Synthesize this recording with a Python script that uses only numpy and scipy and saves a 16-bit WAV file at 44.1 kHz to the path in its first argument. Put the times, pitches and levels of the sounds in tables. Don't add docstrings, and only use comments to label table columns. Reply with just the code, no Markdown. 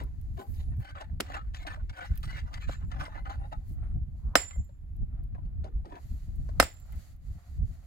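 import sys
import numpy as np
from scipy import signal
from scipy.fft import rfft, irfft
from scipy.io import wavfile
from scipy.ndimage import uniform_filter1d

SR = 44100
rng = np.random.default_rng(int(sys.argv[2]) if len(sys.argv) > 2 else 0)


def digitize_waveform(pressure):
    field = np.atleast_2d(pressure).T
    bounded = np.clip(field, -1, 1)
    quanta = np.round(bounded * 32767).astype(np.int16)
    wavfile.write(sys.argv[1], SR, quanta)


N = 346626

# start in seconds, force in dB,
# contact time in ms, then the levels of crushed grit, head ring, head clang and ground echo in dB.
BLOWS = [(1.2014, -18.5, 0.3, -19.5, -70, -68, -20), (1.2049, -43, .3, -12.5, -75, -68, -40),
         (2.612, -51, .5, -58, -76, -80, -50), (2.6929, -17.5, 0.97, -42, -61.5, -66, -29),
         (4.3542, -0.5, 0.059, 0.5, -34.5, -26, -1.5), (6.599, 1.5, 0.051, 2.5, -45, -25.5, -2),
         (6.6254, -12, 0.43, -16.5, -66, -46.5, -25)]
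# pitch in Hz, level in dB, t60 in seconds, build-up as a share of t60.
ROCK_MODES = [(199, -22, 0.022, .05), (281, -10.5, 0.03, 0.47), (535, -12, 0.027, .03),
              (720, -10, 0.028, 0.18), (814, -8.5, 0.032, .7), (1003, -12.5, 0.016, 0.02),
              (1290, -8.5, 0.024, 0.17), (1394, 4, .017, 0.82), (1565, 7, 0.0094, 0.7),
              (1816, -12, 0.031, .39), (2060, -12, .027, 0.05), (2666, -10.5, 0.02, 0.77),
              (3024, -16.5, 0.015, .05), (3700, -28.5, 0.027, 0.19), (3950, -18.5, .014, .15)]
# pitch in Hz, level in dB, t60 in seconds, 1 for clang or 0 for lasting ring.
HEAD_MODES = [(2005, -18.5, .45, 0), (5210, -8, 0.22, 0), (5130, 0, 0.076, 1), (5360, 1.5, 0.033, 1),
              (7170, 4.5, 0.44, 0), (8465, -9.5, .11, 1), (8270, -7.5, 0.15, 1), (8100, -12, 0.1, 1),
              (14290, -12.5, .17, 0)]
# frequency in Hz, level in dB.
CRACK_EQ = [(1200, -5), (2000, 2), (3000, 1.5), (4300, -3), (5300, -1), (5850, -7), (6300, -1), (7400, -13),
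            (8400, -1), (9500, -20), (11200, -2), (13000, -14), (14500, -13), (15600, -17)]
ECHO_EQ = [(150, -50), (250, -11), (729, -6), (978, -13), (1990, -8.5), (3960, -17), (5220, -14.5),
           (6770, -25), (7250, -13), (7640, -23.5), (8320, -19), (9890, -29), (15500, -28)]
# start in seconds, level in dB.
CHIP_TICKS = [(0.036, -43), (.213, -49), (.768, -54), (.7996, -57), (2.156, -43), (2.175, -35),
              (2.206, -52), (2.231, -50), (2.261, -54), (4.535, -60), (4.56, -54), (4.645, -54),
              (4.964, -56), (5.2363, -55), (6.6335, -25), (6.692, -49), (6.738, -48), (6.7995, -46.5),
              (6.862, -56.5), (6.9222, -45), (6.9586, -50), (7.163, -58)]
# start, swell and hold in seconds,
# then the levels of crunch, weight and fine grit in dB.
SHOVES = [(0.0, 0.00047, 0.0038, -48, -42.5, -55.5), (0.371, 0.034, 0.01, -54.5, -47, -61),
          (0.594, 0.0047, 0.0023, -67.5, -59.5, -57.5), (0.53, 0.03, 0.02, -80, -82, -68),
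          (0.707, 0.014, 0.0068, -66, -71, -93), (0.799, 0.057, 0.044, -57.5, -59.5, -65.5),
          (0.948, 0.0075, 0.026, -52, -51, -68.5), (0.994, 0.022, 0.0073, -51, -49, -63),
          (1.245, 0.02, 0.008, -52.5, -58, -64), (1.283, 0.018, 0.022, -54, -50.5, -63.5),
          (1.331, 0.005, 0.033, -44, -48.5, -56), (1.537, 0.0022, 0.033, -59, -62.5, -59),
          (1.58, 0.027, 0.023, -60, -63, -61.5), (1.663, 0.0042, 0.073, -48, -51, -60),
          (1.79, 0.0072, .008, -62, -64, -86), (1.892, 0.0014, 0.002, -58, -58, -65),
          (1.928, 0.089, 0.027, -47.5, -51, -59.5), (2.042, .008, 0.017, -52.5, -78, -58.5),
          (2.106, 0.018, 0.047, -62.5, -94, -72.5), (2.228, 0.0026, 0.0024, -50, -57, -49.5),
          (2.269, 0.019, 0.11, -50, -56, -58), (2.422, 0.056, 0.087, -65, -57, -75),
          (2.528, 0.0065, 0.034, -52.5, -55, -59), (2.603, 0.019, 0.016, -50.5, -72, -57.5),
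          (2.67, 0.0061, 0.066, -49.5, -76, -56), (2.809, 0.01, 0.012, -61, -67, -78),
          (2.901, 0.0071, 0.064, -56.5, -55.5, -68), (2.983, 0.013, 0.068, -50, -48, -59),
          (3.085, 0.063, 0.047, -55.5, -53.5, -74), (3.248, 0.0045, 0.031, -56.5, -54.5, -74),
          (3.293, 0.0046, 0.033, -48, -47, -60.5), (3.399, 0.023, 0.033, -64, -51, -78),
          (3.514, 0.0065, 0.005, -53, -46, -64), (4.425, .03, .1, -66.5, -70.5, -84),
          (5.343, 0.0064, 0.044, -83, -62, -95), (5.63, 0.0064, 0.035, -64, -55, -72),
          (5.845, 0.0037, 0.057, -69.5, -57.5, -74), (5.918, 0.0034, 0.043, -57, -49.5, -75),
          (6.92, .01, 0.037, -70, -70, -81)]
# contacts per second, dry click in dB, ring in dB.
STONE_SIZES = [(244, 0.5, -1), (528.7, -5.5, -3), (1330, 1.5, -5)]
# pitch in Hz, level in dB, t60 in seconds.
GRAVEL_MODES = [(621, -9.5, 0.17), (705, -11.5, 0.037), (842, -2, 0.18), (1037, -9, 0.1),
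                (1283, -5.5, 0.032), (1530, -0.5, 0.0094), (1728, -3.5, 0.098), (2050, -8.5, 0.011),
                (2526, -10, 0.12), (2887, -17, 0.057), (3540, -15, 0.028), (4376, -1.5, 0.019),
                (4750, -8.5, 0.027), (5170, -10.5, 0.023), (7310, -5.5, 0.017), (7960, -8, 0.011)]
# frequency in Hz, level in dB.
GRAVEL_EQ = [(160, -55.5), (280, 41), (426, -8), (682, 12), (1230, -1.5), (1720, 3), (2490, -11.5),
             (3310, -11.5), (4110, -23), (5120, -37.5), (7160, -30.5), (8050, -42), (15500, -33)]
# start and length in seconds, level in dB, pitch in Hz.
GRINDS = [(0.379, 0.038, -49, 375), (0.846, 0.092, -60.5, 1530), (0.95, 0.027, -52.5, 1314),
          (1.342, 0.085, -52.5, 1290), (1.59, 0.048, -61.5, 2146), (1.668, 0.053, -52, 1746),
          (2.0, 0.033, -49, 1490), (2.303, 0.11, -59.5, 2110), (2.535, 0.039, -61, 1970),
          (2.619, 0.025, -57, 2330), (2.716, 0.044, -80, 1720), (2.915, .02, -67, 1350),
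          (3.037, 0.014, -59, 2060), (3.165, .025, -54, 940), (3.288, 0.02, -51.5, 1370),
          (3.423, 0.049, -65, 796)]
# multiple of its pitch, level in dB.
GRIND_MODES = [(1.001, 2), (1.37, -16), (2.16, -20), (2.9, -27)]
# start in seconds, level in dB, pitch in Hz, t60 in seconds,
# amount of dry snap in dB.
CLACKS = [(0.01, -40.5, 578, 0.095, -4), (0.376, -40, 730, 0.061, -8), (0.9581, -53, 2000, .03, -12),
          (1.0105, -37.5, 660, 0.08, 4), (1.3, -35, 735, 0.073, -11), (1.3415, -35, 1777, 0.029, -4),
          (1.3746, -45, 1430, .03, -7), (1.546, -42.5, 2000, 0.019, 11.5), (1.568, -49.5, 2500, .02, 10),
          (1.651, -39.5, 705, 0.055, -30), (1.668, -42, 1630, 0.069, 9), (1.772, -47, 614, 0.098, -13),
          (1.8957, -47, 2220, .02, 7.5), (2.0084, -41, 1510, .03, 1), (2.39, -44, 2050, .03, -10),
          (2.54, -46, 2090, 0.056, 15.5), (2.82, -62, 1660, .03, -5), (2.916, -41, 1317, .04, 4),
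          (2.992, -44, 710, 0.042, -5), (3.01, -36, 866, 0.069, -12), (3.053, -44.5, 2080, .025, 5),
          (3.079, -39, 647, 0.047, -17), (3.175, -40.5, 875, 0.07, -16), (3.255, -39.5, 1250, 0.05, -11),
          (3.301, -35, 817, 0.07, -2), (3.528, -36, 837, 0.13, -26), (4.395, -35.5, 2070, .02, 1),
          (4.429, -41.5, 1950, .02, -7), (4.509, -39.5, 1310, 0.0066, -10), (4.529, -52.5, 2070, 0.13, -15),
          (4.56, -49.5, 600, 0.012, -9), (4.692, -52, 580, 0.016, -9), (5.349, -47, 697, 0.05, -22),
          (5.455, -68.5, 2900, .012, 0), (5.642, -42.5, 634, 0.08, 0), (5.8555, -47.5, 828, 0.04, 1.5),
          (5.92, -47, 750, 0.051, -6), (5.954, -55, 1730, .025, 9), (6.49, -40, 680, 0.016, -8),
          (6.923, -55, 1337, 0.04, -4)]
# start in seconds, level in dB, t60 in seconds.
THUDS = [(0.01, -43.5, 0.19), (0.391, -52.5, 0.49), (1.2, -29.5, 0.076), (5.639, -47, 0.27),
         (5.859, -49.5, 0.27), (5.924, -47.5, 0.21)]
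# peak time and half length in seconds, level in dB.
RUSTLES = [(0.412, 0.037, -66), (0.535, .08, -67), (0.81, 0.028, -66.5), (2.053, 0.056, -76),
           (2.726, 0.033, -78), (2.89, 0.036, -76), (3.154, .06, -83), (3.707, 0.056, -69.5),
           (6.36, 0.014, -70)]
# centre and half length in seconds, level in dB, pitch in Hz.
BUFFETS = [(0.686, 0.035, -41, 57.5), (0.793, 0.013, -23.5, 71), (1.485, 0.021, -29, 47),
           (2.115, 0.011, -22.5, 73), (3.788, 0.0094, -39, 47), (4.266, 0.022, -24.5, 58.6),
           (4.59, 0.013, -23.5, 53), (5.763, 0.019, -25, 48), (7.628, 0.017, -21, 61.3)]
# time in seconds, level in dB.
GUST_LEVELS = [(0.0, -34.5), (0.35, -35), (0.44, -67), (0.5, -28.5), (0.55, -34.5), (0.81, -30),
               (0.87, -49.5), (1.02, -46.5), (1.1, -35.5), (1.24, -41), (1.44, -44), (1.5, -41.5),
               (1.75, -41), (1.9, -30.5), (1.97, -58), (2.1, -34), (2.5, -39.5), (3.0, -31.5), (3.06, -52),
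               (3.19, -36), (3.55, -39), (3.8, -31.5), (4.29, -37.5), (4.53, -48.5), (4.6, -31.5),
               (4.71, -50.5), (4.85, -41), (5.01, -35), (5.62, -33.5), (5.71, -48), (5.77, -32),
               (5.89, -48.5), (5.98, -50), (6.08, -36.5), (6.45, -35), (6.55, -30), (6.63, -30.5),
               (6.7, -53.5), (6.9, -39), (7.11, -47.5), (7.24, -45), (7.28, -39.5), (7.36, -36),
               (7.43, -58), (7.5, -40), (7.64, -35), (7.82, -46), (7.86, -45)]
BREEZE_LEVELS = [
    [(0.0, -88), (0.6, -78), (0.85, -95), (0.99, -91), (1.93, -90.5), (2.19, -79.5), (2.4, -85.5),
     (3.59, -87.5), (3.71, -79), (3.77, -87), (3.97, -99), (4.2, -87)],
    [(4.95, -97.5), (5.246, -105), (5.636, -98), (5.878, -92), (6.012, -75), (6.132, -73.5), (6.39, -82),
     (6.5, -75.5)],
    [(6.83, -79.5), (6.98, -71), (7.12, -74.5), (7.19, -92.5), (7.27, -75.5), (7.57, -79), (7.62, -89),
     (7.68, -75), (7.86, -79)],
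]
# peak time and half length in seconds, level in dB.
RUSHES = [(3.848, 0.041, -64), (5.169, 0.037, -71), (5.442, 0.086, -77.5), (6.313, 0.31, -81.5),
          (6.896, 0.11, -70), (7.43, 0.063, -70.5), (7.821, 0.05, -70)]
# frequency in Hz, level in dB.
RUMBLE_EQ = [(12, -37.5), (20, -4), (48, 0.5), (75, -1), (131, -13.5), (236, -27.5), (341, -40),
             (433, -53.5), (732, -49), (900, -65), (1170, -88), (1980, -120)]
GRASS_EQ = [(290, -32.5), (500, -8.5), (687, -4), (960, -19.5), (1290, -10), (1550, -13), (1950, -6.5),
            (2350, -14), (3500, -15), (4550, -9), (5300, -17), (7210, -9.5), (8150, -18.5), (9080, -16),
            (9960, -19.5), (11300, -14), (15800, -21.5)]
RUSH_EQ = [(300, -12.5), (500, -6), (700, 6.5), (960, -5), (1350, 0), (1650, -8.5), (2000, -7), (2500, -16),
           (4000, -24), (9000, -51.5)]
AIR_EQ = [(180, -33.5), (300, -4.5), (432, -15.5), (711, -14), (853, -18.5), (1890, -21.5), (8410, -42.5),
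          (11200, -29.5), (15800, -38.5)]
# top of the arch and half length in seconds, top pitch in Hz, level in dB.
WHISTLES = [(.47, .2, 11750, -74.5), (3.27, .23, 11220, -80.5), (3.84, .085, 9150, -84),
            (6.095, .1, 12350, -75)]
# time of the blow in seconds, level at the blow in dB.
SWINGS = [(4.354, -59), (6.599, -69)]


def boulder():
    starts, force_db, contact_ms, grit_db, *_ = np.transpose(BLOWS)
    force = np.zeros(N)
    for start, db, ms in zip(starts, force_db, contact_ms):
        progress = np.minimum(np.arange(1, 200) / (ms * SR / 1000), 1)
        push = np.sin(np.pi * progress)
        force[round(start * SR):][:len(push)] += from_db(db) * push / push.sum()
    low, high = np.zeros((2, N))
    for k, (hz, db, t60, build_up) in enumerate(ROCK_MODES):
        mode = ring(force, hz, t60) - ring(force, hz, t60 * build_up)
        register = low if hz < 1150 else high
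        register += (-1) ** k * from_db(db) * mode
    body = place(low, left_lead_ms=-0.24, pan_db=2) + place(high, left_lead_ms=-0.095, pan_db=-3.8)
    grit = strikes(starts, grit_db)
    crushing = fade(grit, t60=0.022) - fade(grit, t60=0.004)
    crack = colour(crushing * stereo_noise(alike=0.022), CRACK_EQ)
    return body + from_db(-10) * crack


def hammer_head():
    rebound_m_per_s, slowing_s, sound_m_per_s = 4.1, 0.17, 343
    out, t = np.zeros((2, N + SR)), np.arange(SR) / SR
    stereo_phase = np.array([[0], [0.2]])
    for start, force_db, _, _, ring_db, clang_db, _ in BLOWS:
        travel_m = rebound_m_per_s * from_db(force_db) * slowing_s * (1 - np.exp(-t / slowing_s))
        doppler_t = t + travel_m / sound_m_per_s
        for hz, db, t60, is_clang in HEAD_MODES:
            envelope = from_db(-60 * t / t60) - from_db(-60 * t / (0.1 * t60))
            direct = np.sin(2 * np.pi * (hz * doppler_t + rng.random() + stereo_phase))
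            off_ground = from_db(-6) * np.sin(2 * np.pi * (hz * t + rng.random((2, 1))))
            level = from_db(db + (clang_db if is_clang else ring_db))
            out[:, round(start * SR):][:, :SR] += level * envelope * (direct + off_ground)
    flutter_db = 2.6 * np.array([drift(110), drift(110)])
    pan_db = np.array([[-4.7], [4.7]])
    return out[:, :N] * from_db(pan_db + flutter_db)


def ground_echo():
    starts, *_, echo_db = np.transpose(BLOWS)
    clicks = strikes(starts + 0.0018, echo_db)
    slap = fade(clicks, t60=0.21) - 0.52 * fade(clicks, t60=0.017)
    near = from_db(-26) * stereo_noise(alike=0.042) * slap
    far = from_db(-46.5) * band(stereo_noise(alike=0) * fade(clicks, t60=0.26), 400, 5000, order=1)
    patter = np.array([grains(170, spread_db=4.5) for side in range(2)]) * fade(clicks, t60=0.5)
    spray = np.array([grains(260, spread_db=4.5) for side in range(2)]) * fade(clicks, t60=0.9)
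    debris = from_db(-43.5) * band(patter, 1000, 4500) + from_db(-60) * band(spray, 9900, 14000)
    return colour(near + far, ECHO_EQ) + debris


def swing():
    t, rise_db_per_s = np.arange(N) / SR, 119.5
    level = sum((t < hit) * from_db(db - rise_db_per_s * np.abs(hit - t)) for hit, db in SWINGS)
    swish = band(stereo_noise(alike=0.54), 500, 1250, order=3)
    return level * rms_one(swish * from_db(2.5 * drift(70)))


def chips():
    starts, db = np.transpose(CHIP_TICKS)
    burst = stereo_noise(alike=0.1) * fade(strikes(starts, db - 3), t60=0.03)
    return band(burst, 10000, 15500) + from_db(-9.5) * band(burst, 2000, 9000)


def shove_envelopes():
    swell_db, release_db_per_s = 10, 512
    settle_db, settle_db_per_s = -15.5, 139
    power, t = np.zeros((3, N + SR)), np.arange(SR) / SR
    for start, swell_s, hold_s, *levels_db in SHOVES:
        after = np.maximum(t - swell_s - hold_s, 0)
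        swell = from_db(swell_db * np.minimum(t / swell_s - 1, 0))
        tail = from_db(np.maximum(-release_db_per_s * after, settle_db - settle_db_per_s * after))
        power[:, round(start * SR):][:, :SR] += np.outer(from_db(levels_db), swell * tail) ** 2
    return np.sqrt(power[:, :N])


def gravel():
    crunch, weight, grit = shove_envelopes()
    n = np.arange(N)
    edges_hz = (480, 1100, 4000, 15000)
    slip = from_db(3 * (drift(130) - 0.2))
    direct, scattered = 0, np.zeros((2, N))
    layers = zip((weight, crunch, grit), STONE_SIZES, edges_hz, edges_hz[1:])
    for level, (per_s, click_db, ring_db), low_hz, high_hz in layers:
        contacts = grains(per_s, spread_db=4.5)
        rung = np.zeros((2, N))
        for k, (hz, db, t60) in enumerate(GRAVEL_MODES):
            if low_hz <= hz < high_hz:
                shifted = np.roll(contacts, rng.integers(N))
                rung[k % 2] += from_db(db + ring_db) * rms_one(ring(shifted, hz, t60))
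        stone = np.cumsum(rng.random(N) < 28 / SR)
        speeds = 1 + 0.2 * rng.uniform(-1, 1, (2, stone[-1] + 1))[:, stone]
        repitched = [np.interp(np.cumsum(speed) % N, n, side) for speed, side in zip(speeds, rung)]
        rung = level * slip * np.array(repitched)
        clicks = rms_one(band(colour(contacts, GRAVEL_EQ), low_hz, high_hz, order=3))
        direct += from_db(click_db) * level * slip * clicks + rung.sum(axis=0)
        scattered += np.roll(rung, round(0.0037 * SR), axis=1)
    out = place(direct, left_lead_ms=0.44, pan_db=1.5) + from_db(4) * scattered
    return from_db(-1.8) * band(out, 268, 20000)


def grinding_stones():
    t60, slips_per_s, glide_share = 0.08, 350, 0.029
    out, size = np.zeros(N + SR), SR // 4
    n = np.arange(size)
    for start, length_s, db, hz in GRINDS:
        progress = np.minimum(n / SR / length_s, 1)
        load = np.sin(np.pi * progress) ** 0.5
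        slips = load * rng.standard_normal(size) * (0.08 + (rng.random(size) < slips_per_s / SR))
        rung = sum(from_db(mode_db) * rms_one(ring(slips, hz * ratio, t60 / ratio))
                   for ratio, mode_db in GRIND_MODES)
        speed = 1 + glide_share * rng.choice([-1, 1]) * (progress - 0.5)
        level = from_db(db) * np.sqrt(length_s * SR / size)
        out[round(start * SR):][:size] += level * np.interp(np.cumsum(speed), n, rung)
    return from_db(1) * place(out[:N], left_lead_ms=0.46, pan_db=4.5)


def loose_stones():
    out, size = np.zeros(N + SR), SR // 4
    t = np.arange(size) / SR
    for start, db, hz, t60, snap_db in CLACKS:
        chatter = rng.standard_normal(size) * np.exp(-t / 0.0077)
        push = (t == 0) + 0.25 * chatter
        rung = sum(from_db(-6 * k) * ring(push, hz * ratio, t60 / ratio)
                   for k, ratio in enumerate((1, 1.53, 2.3)))
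        body = band(rung, 0.66 * hz, 12000)
        snap = band(chatter, 820, 4300)
        clack = body / np.abs(body).max() + from_db(snap_db - 5.5) * snap / np.abs(snap).max()
        out[round(start * SR):][:size] += from_db(db) * clack
    return place(out[:N], left_lead_ms=0.453, pan_db=5.5)


def thuds():
    envelope = sum(fade(strikes([start], db + 19.5), t60) for start, db, t60 in THUDS)
    return place(band(envelope * rng.standard_normal(N), 170, 413), left_lead_ms=0.41, pan_db=-4)


def dry_brush():
    crackle = np.array([grains(2500, spread_db=5.5) for side in range(2)])
    return swells(RUSTLES, fade_db=12.5) * rms_one(band(crackle, 8800, 17200))


def buffets():
    t, out = np.arange(N) / SR, np.zeros((2, N))
    eddies = stereo_noise(alike=0.93)
    flutter = rms_one(band(stereo_noise(alike=0.12), 106, 223, order=4))
    for centre, half_s, db, hz in BUFFETS:
        now = np.abs(t - centre) < 3 * half_s
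        swell = np.exp(-0.5 * ((t[now] - centre) / half_s) ** 2)
        pressure = band(eddies, 0.57 * hz, 1.318 * hz, order=3)[:, now]
        thump = rms_one(pressure * swell) * np.sqrt(np.mean(swell ** 2))
        out[:, now] += from_db(db - 2.5) * (thump + from_db(-19) * flutter[:, now] * swell)
    return out


def wind():
    rumble = colour(stereo_noise(alike=0.6), RUMBLE_EQ)
    rumble /= np.sqrt(uniform_filter1d(np.mean(rumble ** 2, axis=0), size=SR // 12))
    trim_db = np.array([[-0.61], [0.07]])
    rumble *= from_db(level_ride(GUST_LEVELS) + trim_db + 3.8 * drift(35))
    breeze_db = level_ride(np.vstack(BREEZE_LEVELS)) + 7.5
    grass = colour(stereo_noise(alike=0.088), GRASS_EQ) * from_db(breeze_db + 1.7 * drift(27))
    flutter = from_db(3.5 * drift(70))
    rush = colour(stereo_noise(alike=0.17), RUSH_EQ) * swells(RUSHES, fade_db=2.5) * flutter
    air = from_db(-76) * colour(stereo_noise(alike=0.1), AIR_EQ)
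    return rumble + grass + rush + air


def whistle():
    sag_share, fade_db, late_half_lengths = 0.085, 17, 0.34
    t, out = np.arange(N) / SR, np.zeros(N)
    waver = 1 + 0.012 * drift(400) + 0.007 * drift(25)
    flicker = from_db(4.5 * drift(45) - 1)
    for top_s, half_s, top_hz, db in WHISTLES:
        now = np.abs(t - top_s) < 2 * half_s
        along = (t[now] - top_s) / half_s
        hz = top_hz * (1 - sag_share * along ** 2) * waver[now]
        level = from_db(db - fade_db * (along - late_half_lengths) ** 4)
        out[now] += level * np.sin(2 * np.pi * np.cumsum(hz) / SR)
    return place(out * flicker, left_lead_ms=0, pan_db=2)


def from_db(db):
    return np.exp(np.asarray(db) * (np.log(10) / 20))


def rms_one(x):
    return x / np.sqrt(np.mean(x ** 2) + 1e-20)


def level_ride(rows):
    return np.interp(np.arange(N) / SR, *np.transpose(rows))


def swells(rows, fade_db):
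    t = np.arange(N) / SR
    return sum(from_db(db - fade_db * ((t - peak_s) / half_s) ** 2) for peak_s, half_s, db in rows)


def band(x, low_hz, high_hz, order=2):
    sos = signal.butter(order, [low_hz, high_hz], "band", fs=SR, output="sos")
    return signal.sosfilt(sos, x + 1e-18)


def colour(x, eq):
    size = 8192
    hz, db = np.transpose(eq)
    grid = np.maximum(np.fft.rfftfreq(size, 1 / SR), 1)
    low_cut = np.minimum(grid / hz[0], 1) ** 3 + 1e-4
    gain = rms_one(from_db(np.interp(np.log(grid), np.log(hz), db)) * low_cut)
    causal_fold = np.r_[1, np.full(size // 2 - 1, 2), 1, np.zeros(size // 2 - 1)]
    cepstrum = irfft(np.log(gain)) * causal_fold
    impulse = irfft(np.exp(rfft(cepstrum)))
    return signal.oaconvolve(np.atleast_2d(x), impulse[None], axes=1)[:, :x.shape[-1]]


def drift(per_s):
    knots = rng.standard_normal(4000)
    return np.interp(np.arange(N) / SR * per_s, np.arange(len(knots)), knots)


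def ring(clicks, hz, t60):
    decay, step = from_db(-60 / (t60 * SR)), 2 * np.pi * hz / SR
    return signal.lfilter([0, np.sin(step)], [1, -2 * decay * np.cos(step), decay ** 2], clicks + 1e-18)


def strikes(times, levels_db):
    out = np.zeros(N)
    out[np.round(np.asarray(times) * SR).astype(int)] = from_db(levels_db)
    return out


def fade(clicks, t60):
    return signal.lfilter([1], [1, -from_db(-60 / (t60 * SR))], clicks + 1e-18)


def place(x, left_lead_ms, pan_db):
    n = np.arange(N)
    shift = left_lead_ms * SR / 2000
    return np.array([np.interp(n + side * shift, n, np.ravel(x)) * from_db(side * pan_db / 2)
                     for side in (1, -1)])


def stereo_noise(alike):
    mid, side = rng.standard_normal((2, N))
    return np.sqrt((1 + alike) / 2) * mid + np.sqrt((1 - alike) / 2) * side * np.array([[1], [-1]])


def grains(per_s, spread_db):
    sizes = from_db(spread_db * np.minimum(rng.exponential(1, N), 4)) * rng.choice([-1, 1], N)
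    return rms_one(sizes * (rng.random(N) < per_s / SR))


def scene():
    hammer = swing() + boulder() + hammer_head() + ground_echo()
    feet = gravel() + grinding_stones() + loose_stones() + thuds() + dry_brush()
    return hammer + feet + chips() + whistle() + wind() + buffets()


def record(dry):
    ceiling, cutoff_hz = 0.95, 15900
    rounded = dry / (1 + (dry / ceiling) ** 4) ** (1 / 4)
    return signal.sosfilt(signal.ellip(10, 0.2, 80, cutoff_hz, fs=SR, output="sos"), rounded)


dry = scene()
out = record(dry)
digitize_waveform(out)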